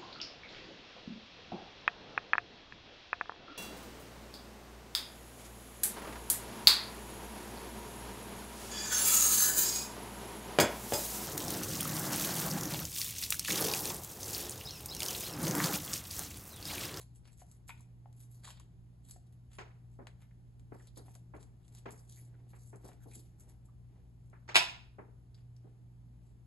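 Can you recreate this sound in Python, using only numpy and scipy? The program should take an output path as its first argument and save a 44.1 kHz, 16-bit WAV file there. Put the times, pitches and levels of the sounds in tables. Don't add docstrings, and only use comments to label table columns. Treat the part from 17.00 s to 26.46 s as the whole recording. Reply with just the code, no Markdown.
import sys
import numpy as np
from scipy import signal
from scipy.fft import rfft, irfft
from scipy.io import wavfile
from scipy.ndimage import uniform_filter1d

SR = 44100
rng = np.random.default_rng(int(sys.argv[2]) if len(sys.argv) > 2 else 0)


def wav_record(signal):
    frames = np.transpose(np.atleast_2d(signal))
    bounded = np.clip(frames, -1, 1)
    quanta = np.round(bounded * 32767).astype(np.int16)
    wavfile.write(sys.argv[1], SR, quanta)


N = 417186

# frequency in Hz, gain in dB.
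PAPER_COLOUR = [(200, -34), (600, -8), (1050, -10), (1450, -11), (1900, -9.5), (2700, -8.5), (3500, -4.5),
                (4500, -5), (5400, -5), (6600, -0.5), (8000, 5), (9300, 4.5), (10200, 1), (11200, 2)]


def amp(db):
    return 10 ** (np.asarray(db) / 20)


def evened(x):
    return x / np.sqrt(np.mean(x ** 2) + 1e-24)


def read(points, hz):
    f, value = np.transpose(points)
    return np.interp(np.log(hz + 1), np.log(f + 1), value)


def bins(size):
    return np.fft.rfftfreq(size, 1 / SR)


def add(mix, s, sound):
    part = mix[..., max(round(s * SR), 0):][..., :sound.shape[-1]]
    part += sound[..., :part.shape[-1]]


def balanced(pair, pan_db):
    return pair * amp([[pan_db / 2], [-pan_db / 2]])


def filtered(x, gain):
    return irfft(rfft(x) * gain, N)


def drift(rate_hz, size=8192):
    hz = np.fft.rfftfreq(size, N / SR / size)
    slow = irfft(rfft(rng.standard_normal(size)) / (1 + (hz / rate_hz) ** 4))
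    return evened(np.interp(np.linspace(0, size - 1, N), np.arange(size), slow))


def hump(hz, centre_hz, width):
    return 1 / (1 + ((hz / centre_hz - 1) / width) ** 2)


def impulse(db, size=4096):
    cepstrum = irfft(np.log(amp(np.maximum(db, db.max() - 90))))
    cepstrum[1:size // 2] *= 2
    cepstrum[size // 2 + 1:] = 0
    return irfft(np.exp(rfft(cepstrum)))


def contact(db, chatter_s, chatter_db, size=4096):
    chatter = rng.standard_normal(size) * np.exp(-np.arange(size) / SR / chatter_s)
    force = amp(chatter_db) * chatter / np.linalg.norm(chatter)
    force[0] += 1
    force = irfft(np.exp(1j * np.angle(rfft(force, 2 * size))))[:size]
    return signal.fftconvolve(force, impulse(db))[:size]


def peaked(x, db, size=220):
    return amp(db) * x / np.sqrt(uniform_filter1d(x ** 2, size).max())


def arches(rows, power):
    out = np.zeros(N)
    for middle, length, db in rows:
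        edges = np.array([middle - length / 2, middle + length / 2])
        first, last = np.clip(edges * SR, 0, N).astype(int)
        speed = np.cos(np.pi * (np.arange(first, last) / SR - middle) / length)
        out[first:last] += amp(db) * abs(speed) ** power
    return out


def bending(x, patch_db, frames=14, order=7):
    z = signal.stft(x, SR, nperseg=256)[2]
    patches = rng.standard_normal(z.shape)
    for _ in range(2):
        patches = uniform_filter1d(uniform_filter1d(patches, order, 0), frames, 1)
    return signal.istft(z * amp(patch_db * evened(patches)), SR, nperseg=256)[1][:N]


def partly_alike(pair):
    # frequency in Hz, likeness from 0 to 1.
    likeness = [(60, .93), (170, .85), (300, .4), (700, .05), (1500, 0), (4500, .25), (6300, .97),
                (9000, 1)]
    size = pair.shape[1]
    a, b = rfft(pair)
    same = np.clip(read(likeness, bins(size)), 0, 1)
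    mid = a * np.sqrt((1 + same) / 2)
    side = b * np.sqrt((1 - same) / 2)
    return irfft(np.array([mid + side, mid - side]), size)


def echoes(size=SR, frames=22, lump_db=3, order=3):
    # frequency in Hz, time to fall by 60 dB in seconds.
    decay_times = [(150, .45), (500, .47), (1000, .45), (2500, .43), (5000, .41), (8000, .34), (12000, .27)]
    z = signal.stft(rng.standard_normal((2, size)), SR, nperseg=256)[2]
    lumps = rng.standard_normal(z.shape[1:])
    lumps = evened(uniform_filter1d(uniform_filter1d(lumps, order, 0), order, 1))
    z = z * amp(lump_db * lumps)
    z = z / np.sqrt(uniform_filter1d(abs(z) ** 2, frames, axis=2) + 1e-12)
    dense = signal.istft(z, SR, nperseg=256)[1][:, :size]
    hz, frame_s, z = signal.stft(partly_alike(dense), SR, nperseg=256)
    fade = np.exp(-np.log(1000) * frame_s / read(decay_times, hz)[:, None])
    return signal.istft(z * fade, SR, nperseg=256)[1][:, :size]


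def in_room(x, wet_db, early_db, early_s, pan_db, lag_s=0):
    t = np.arange(SR) / SR
    tail = echoes() * (t > .002)
    response = rfft(tail * (1 + amp(early_db) * np.exp(-t / early_s)), 2 * SR)
    response /= np.sqrt(uniform_filter1d(np.mean(abs(response) ** 2, 0), size=500) + 1e-12)
    wet = signal.fftconvolve(x[None], irfft(response)[:, :SR], axes=1)[:, :N]
    left = x
    if lag_s:
        left = filtered(x, np.exp(-2j * np.pi * np.minimum(bins(N) * lag_s, 1)))
    return balanced(np.array([left, x]) + amp(wet_db) * wet, pan_db)


def background(waver_db=2.0, waver_turns=.015, pan_db=1):
    # pitch in Hz, level in dB before the waver and balance.
    hum_tones = [(41.7, -77), (58.1, -64.5), (84, -75.5), (120, -57.5), (155, -79), (174.3, -73.5),
                 (240, -81)]
    # frequency in Hz, level in dB per Hz before the balance.
    air_colour = [(20, -93), (31, -89.5), (45, -88.5), (60, -80.5), (85, -82.5), (115, -85.5), (165, -88.5),
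                  (250, -95), (400, -102), (520, -109), (780, -108), (1150, -116), (2300, -122),
                  (6500, -126), (11500, -124)]
    t = np.arange(N) / SR
    hum = np.zeros(N)
    for hz, db in hum_tones:
        loudness = np.sqrt(2) * amp(db + waver_db * drift(2.3))
        turns = hz * t + rng.random() + waver_turns * drift(0.93)
        hum += loudness * np.sin(2 * np.pi * turns)
    noise = partly_alike(rng.standard_normal((2, N)))
    air = filtered(noise, amp(read(air_colour, bins(N)))) * np.sqrt(SR / 2)
    return balanced(hum + air, pan_db)


def hum_wander(centre_hz=120, width=0.036, level_db=-68):
    narrow = filtered(rng.standard_normal(N), hump(bins(N), centre_hz, width))
    wander = amp(level_db) * evened(narrow)
    return np.array([wander, -wander])


def sleeves(flutter_db=3.0, resting_db=-84.5):
    # frequency in Hz, gain in dB.
    cloth_colour = [(100, -15.5), (280, 9), (520, -2.5), (780, -1.5), (1200, -14), (2200, -15.5),
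                    (4000, -21.5), (12000, -44.5)]
    # middle in seconds, length in seconds, level in dB before the room.
    brush_rows = [(.31, 0.24, -96), (3.82, 0.093, -81), (4.07, 0.071, -68), (4.76, 0.36, -83),
                  (5.3, 0.6, -76.5), (5.89, 0.22, -65.5), (6.17, 0.68, -81), (6.48, 0.2, -72),
                  (6.97, 0.23, -76.5), (8.69, 0.17, -80)]
    drag = filtered(rng.standard_normal(N), amp(read(cloth_colour, bins(N))))
    drag = evened(drag * amp(flutter_db * drift(40)))
    return drag * (amp(resting_db) + arches(brush_rows, power=1.55))


def knocks(rise_s=0.0013, early_db=2.5, early_s=.017, rebound_s=.024, rebound_db=-4, pan_db=0.0, size=22050):
    # start in seconds, level in dB before the balance,
    # tilt in dB per octave (above 250 Hz), top in Hz.
    blow_rows = [(2.584, -50.5, 1.1, 8800), (2.988, -55.5, -5, 1950), (3.718, -53.5, -5, 2360),
                 (3.969, -58, -6.5, 2500), (4.336, -54.5, -4, 2580), (4.856, -49, -2.5, 8000),
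                 (5.532, -66, 0.5, 2670), (5.728, -57.5, -4.5, 2800), (5.842, -58.5, -7, 1900),
                 (5.887, -76, 0, 2500), (6.056, -60, -6, 980), (6.158, -62, -15, 1000),
                 (7.328, -65.5, 3, 1930), (7.478, -63, 4.5, 6000), (7.488, -49.5, 3, 6300),
                 (7.9833, -53.5, -3.4, 2150), (8.642, -64, -9.5, 1993)]
    # frequency in Hz, gain in dB.
    wood_colour = [(90, -19.5), (200, -4.5), (290, -1), (410, 4.5), (540, -1.5), (680, 0), (900, 0.5),
                   (1100, -2.5), (1570, -4.5), (2300, -6.5), (3400, -17), (5200, -22), (8800, -25.5),
                   (12000, -32.5)]
    out, hz, t = np.zeros((2, N)), bins(4096), np.arange(size) / SR

    def burst(age):
        return (1 - np.exp(-np.maximum(age, 0) / rise_s)) / (1 + (age / early_s) ** 4)

    early = burst(t) + amp(rebound_db) * burst(t - rebound_s)
    swell = 1 - np.exp(-t / rise_s) + amp(early_db) * early
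    for s, db, tilt, top_hz in blow_rows:
        colour = read(wood_colour, hz) + tilt * np.log2(np.maximum(hz, 250))
        colour -= 10 * np.log10(1 + (hz / top_hz) ** 8)
        blow = signal.fftconvolve(echoes(size) * swell, impulse(colour)[None], axes=1)
        add(out, s, amp(db) * blow / blow[:, :round(.08 * SR)].std())
    return balanced(out, pan_db)


def clack(peak_width_hz=32, level_db=1, edge_db=5, edge_width=0.19):
    # start in seconds, level in dB before level_db and the room, tilt in dB per octave,
    # chatter decay in seconds, chatter level in dB against the blow, pitch of the struck edge in Hz.
    contact_rows = [(7.5453, -33, -1.5, 0.013, 16, 2650), (7.5564, -15, 0.26, 0.00093, 1.5, 2580),
                    (7.56, -24, 3.5, 0.0018, 5.5, 2700), (7.5657, -15.5, 0, 0.0013, 2.5, 3500),
                    (7.5772, -26, -2, 0.0016, 12.5, 2700)]
    # frequency in Hz, gain in dB.
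    hard_colour = [(100, -22), (300, -13), (400, -9.5), (500, -14), (650, -7), (800, -5.5), (1000, -2.5),
                   (1300, -5), (2000, -0.5), (2600, 2), (3100, -2), (3800, -0.5), (4500, -6), (5200, -4.5),
                   (6200, -13), (8000, -11.5), (10200, -18), (11200, -13.5), (12000, -24)]
    # frequency in Hz, height in dB above the broad colour.
    narrow_peaks = [(694, 8.5), (979, 7), (1420, 2.5), (2021, 3), (2345, 0), (2450, -0.5), (2578, 1),
                    (2792, 0.5), (3017, 3), (3430, 4.5), (3754, 2), (3888, 3.5), (5093, 4)]
    out, hz = np.zeros(N), bins(4096)
    body = read(hard_colour, hz)
    for f, db in narrow_peaks:
        body = body + db * hump(hz, f, peak_width_hz / f)
    for s, db, tilt, chatter_s, chatter_db, edge_hz in contact_rows:
        colour = body + tilt * np.log2(hz + 1) + edge_db * hump(hz, edge_hz, edge_width)
        add(out, s, peaked(contact(colour, chatter_s, chatter_db), db + level_db))
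    return out


def shaded_clack(pair):
    # frequency in Hz, left minus right in dB.
    side_balance = [(150, -0.5), (550, -3), (1000, -3), (2000, -1), (4000, -.5), (10000, -0.5)]
    half = amp(read(side_balance, bins(N)) / 2)
    return filtered(pair, np.array([half, 1 / half]))


def scuffs(width=.18, slips_per_s=600, level_db=0):
    # start in seconds, length in seconds (at least 300 samples are used),
    # level in dB before the room, pitch in Hz.
    scuff_rows = [(0.28, 0.025, -74, 2500), (0.719, .05, -73, 2450), (1.546, 0.088, -73, 3200),
                  (3.308, 0.0072, -73.5, 2100), (3.798, 0.017, -67, 1710), (3.871, 0.018, -68.5, 4180),
                  (3.959, 0.039, -64.5, 4300), (4.757, 0.034, -71, 3960), (5.167, .035, -71.5, 2160),
                  (5.341, 0.015, -73, 1580), (6.004, 0.042, -74.5, 1530), (6.113, 0.034, -68, 2350),
                  (6.681, 0.017, -72.5, 1130), (7.33, 0.049, -72, 1580), (8.344, 0.011, -67, 4620),
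                  (8.563, 0.007, -71.5, 5100)]
    out, hz = np.zeros(N), bins(4096)
    for s, length, db, pitch in scuff_rows:
        size = max(round(length * SR), 300)
        slips = rng.standard_normal(size) * (.15 + (rng.random(size) < slips_per_s / SR))
        sheet = impulse(20 * np.log10(hump(hz, pitch, width)))
        add(out, s, peaked(signal.fftconvolve(slips, sheet), db + level_db))
    return out


def rustle(voice_hz=3500, slips_per_s=1600, clump_db=3, arch_power=2.21):
    # middle in seconds, length in seconds, level in dB before the
    # room, extra level of the low voice from pressing in dB.
    stroke_rows = [(0.001, 0.12, -55.5, 6.5), (0.164, 0.076, -64, -9), (0.274, 0.11, -75, 21.5),
                   (0.328, 0.053, -64.5, 2), (0.402, 0.096, -59.5, 4.5), (0.52, 0.2, -69, 6),
                   (0.694, 0.06, -54.5, -2), (0.807, 0.15, -68, 2), (1.214, 0.16, -59.5, -3),
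                   (1.366, 0.17, -60, 0.5), (1.481, 0.12, -54, 12.5), (1.538, 0.21, -80, 28),
                   (2.107, 0.19, -57, 2), (2.273, 0.027, -73.5, -5), (2.336, 0.046, -75, 8),
                   (2.544, 0.11, -66.5, 11.5), (2.935, 0.1, -76, -3), (3.224, 0.097, -75.5, 18),
                   (3.744, 0.047, -74, -7), (3.824, 0.22, -69.5, 10.5), (3.976, 0.058, -54.5, -1),
                   (4.116, 0.25, -67, 1), (4.362, 0.036, -60.5, 5), (4.418, 0.075, -65, 7.5),
                   (4.657, 0.15, -75.5, 3), (4.76, 0.11, -60.5, 8.5), (4.92, 0.037, -57, -14),
                   (4.975, 0.27, -62.5, -26), (5.152, 0.22, -55, -6), (5.253, 0.1, -66, -12),
                   (5.525, 0.13, -69.5, 4), (5.656, 0.27, -63, -22), (5.766, 0.044, -65, -20),
                   (5.868, .14, -58, -21), (6.032, 0.08, -63.5, 1), (6.146, 0.18, -53, -5),
                   (6.266, .17, -73, 5), (6.412, 0.089, -61.5, -5), (6.501, 0.063, -58, -3),
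                   (6.66, 0.05, -73.5, -6), (7.263, .07, -79, -3), (8.386, 0.12, -83, 21),
                   (8.7, .14, -91, 7), (9.274, 0.15, -78.5, 6)]
    hz = bins(N)
    sizes = amp(3.5 * np.minimum(rng.exponential(1, N), 3.5)) * rng.choice([-1, 1], N)
    caught = rng.random(N) < slips_per_s / SR
    slips = bending(sizes * caught * amp(clump_db * drift(48)), patch_db=3)
    z = rfft(slips) * amp(read(PAPER_COLOUR, hz))
    low_share = 1 / (1 + (hz / voice_hz) ** 4)
    fizz = irfft(z * (1 - low_share), N)
    voice = irfft(z * low_share, N)
    sliding = arches([(s, length, db) for s, length, db, _ in stroke_rows], arch_power)
    pressing = arches([(s, length, db + low_db) for s, length, db, low_db in stroke_rows], arch_power)
    return (fizz * sliding + voice * pressing) / fizz.std()


def ticks(level_db=-8.0, voice_hz=4500, top_hz=11000, top_db=-7):
    # start in seconds, level in dB before level_db and the room,
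    # boost of the low voice against the treble in dB.
    snap_rows = [(0.2545, -55, 23), (0.378, -57, -8), (0.4133, -57, -4), (0.5144, -48, -6),
                 (0.684, -57, 22), (0.8075, -51, -17), (1.1284, -59, 6), (1.4527, -52, -15),
                 (1.5984, -46, 1), (2.1106, -36.5, -10.5), (2.5326, -51.5, 8), (3.0705, -40.5, 25),
                 (3.217, -60, 2), (3.596, -58.5, 10), (3.8717, -50, -16), (3.9604, -56, -10),
                 (4.1523, -44.5, 2), (4.4293, -49, 3), (4.6807, -53, 3), (4.7502, -46, -2),
                 (4.7858, -48.5, 1.5), (4.9077, -43, -8), (5.759, -50, -17), (5.864, -60, 0),
                 (5.9319, -57, 7), (6.408, -53, -10), (7.2992, -61.5, -4), (8.346, -62, 10),
                 (8.5649, -63.5, 0)]
    out, hz = np.zeros(N), bins(4096)
    sheet = read(PAPER_COLOUR, hz) + top_db * (1 - 1 / (1 + (hz / top_hz) ** 8))
    for s, db, low_db in snap_rows:
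        colour = sheet + low_db / (1 + (hz / voice_hz) ** 4)
        add(out, s, peaked(contact(colour, chatter_s=0.0017, chatter_db=3.5), db + level_db))
    return out


def pops(width=.15, level_db=-2):
    # start in seconds, level in dB before level_db and
    # the room, pitch of the flexing paper in Hz, level of its upper modes in dB.
    pop_rows = [(0.4174, -54.5, 720, -6), (0.6934, -43.5, 940, 8.5), (0.704, -46, 2380, -27),
                (.803, -66, 980, -13.5), (1.058, -51.5, 780, -16), (1.4755, -51, 1070, -5),
                (1.488, -53.5, 980, 1), (1.505, -58, 1100, 11), (1.599, -61.5, 1070, -6),
                (2.162, -57.5, 690, -7), (3.0693, -56.5, 930, 12), (4.082, -55.5, 794, -7),
                (4.154, -61, 650, -3), (5.888, -53.5, 770, -4), (5.917, -59, 735, 7), (5.934, -69, 760, 2)]
    # multiple of its pitch, level in dB added to that of the upper modes.
    flex_modes = [(1.55, -16.5), (2.45, -14.5), (3.9, -24)]
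    out, hz = np.zeros(N), bins(4096)
    for s, db, pitch, upper_db in pop_rows:
        modes = hump(hz, pitch, width)
        for multiple, mode_db in flex_modes:
            modes = modes + amp(upper_db + mode_db) * hump(hz, pitch * multiple, width)
        pop = contact(20 * np.log10(modes), chatter_s=0.0046, chatter_db=3.0)
        add(out, s, peaked(pop, db + level_db))
    return out


def scene():
    sliding = rustle() + scuffs() + sleeves()
    paper = in_room(sliding, wet_db=-5.0, early_db=2.5, early_s=.02, pan_db=0.24)
    snaps = in_room(ticks(), wet_db=-3.0, early_db=13, early_s=0.018, pan_db=2.0)
    glue = in_room(pops(), wet_db=-4, early_db=6.5, early_s=.022, pan_db=2.0)
    hard = in_room(clack(), wet_db=1.0, early_db=5.0, early_s=0.023, pan_db=-0.2, lag_s=0.00021)
    return background() + hum_wander() + knocks() + shaded_clack(hard) + paper + snaps + glue


def record(dry):
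    # frequency in Hz, radians by which the left leads.
    side_phase = [(20, 0), (2100, 0), (2600, 1.3), (3500, 1.0), (4400, .3), (4800, .6), (5300, 2.5),
                  (5850, 2.5), (6400, .3), (7400, -.2), (8500, -2.9), (9550, -3.3), (10500, -5.8),
                  (11500, -6.1)]
    turn = np.exp(.5j * read(side_phase, bins(N)))
    turned = filtered(dry, np.array([turn, turn.conj()]))
    low_pass = signal.firwin(301, 11750, window=("kaiser", 9), fs=SR)
    return signal.oaconvolve(turned, low_pass[None], "same")


dry = scene()
out = record(dry)
wav_record(out)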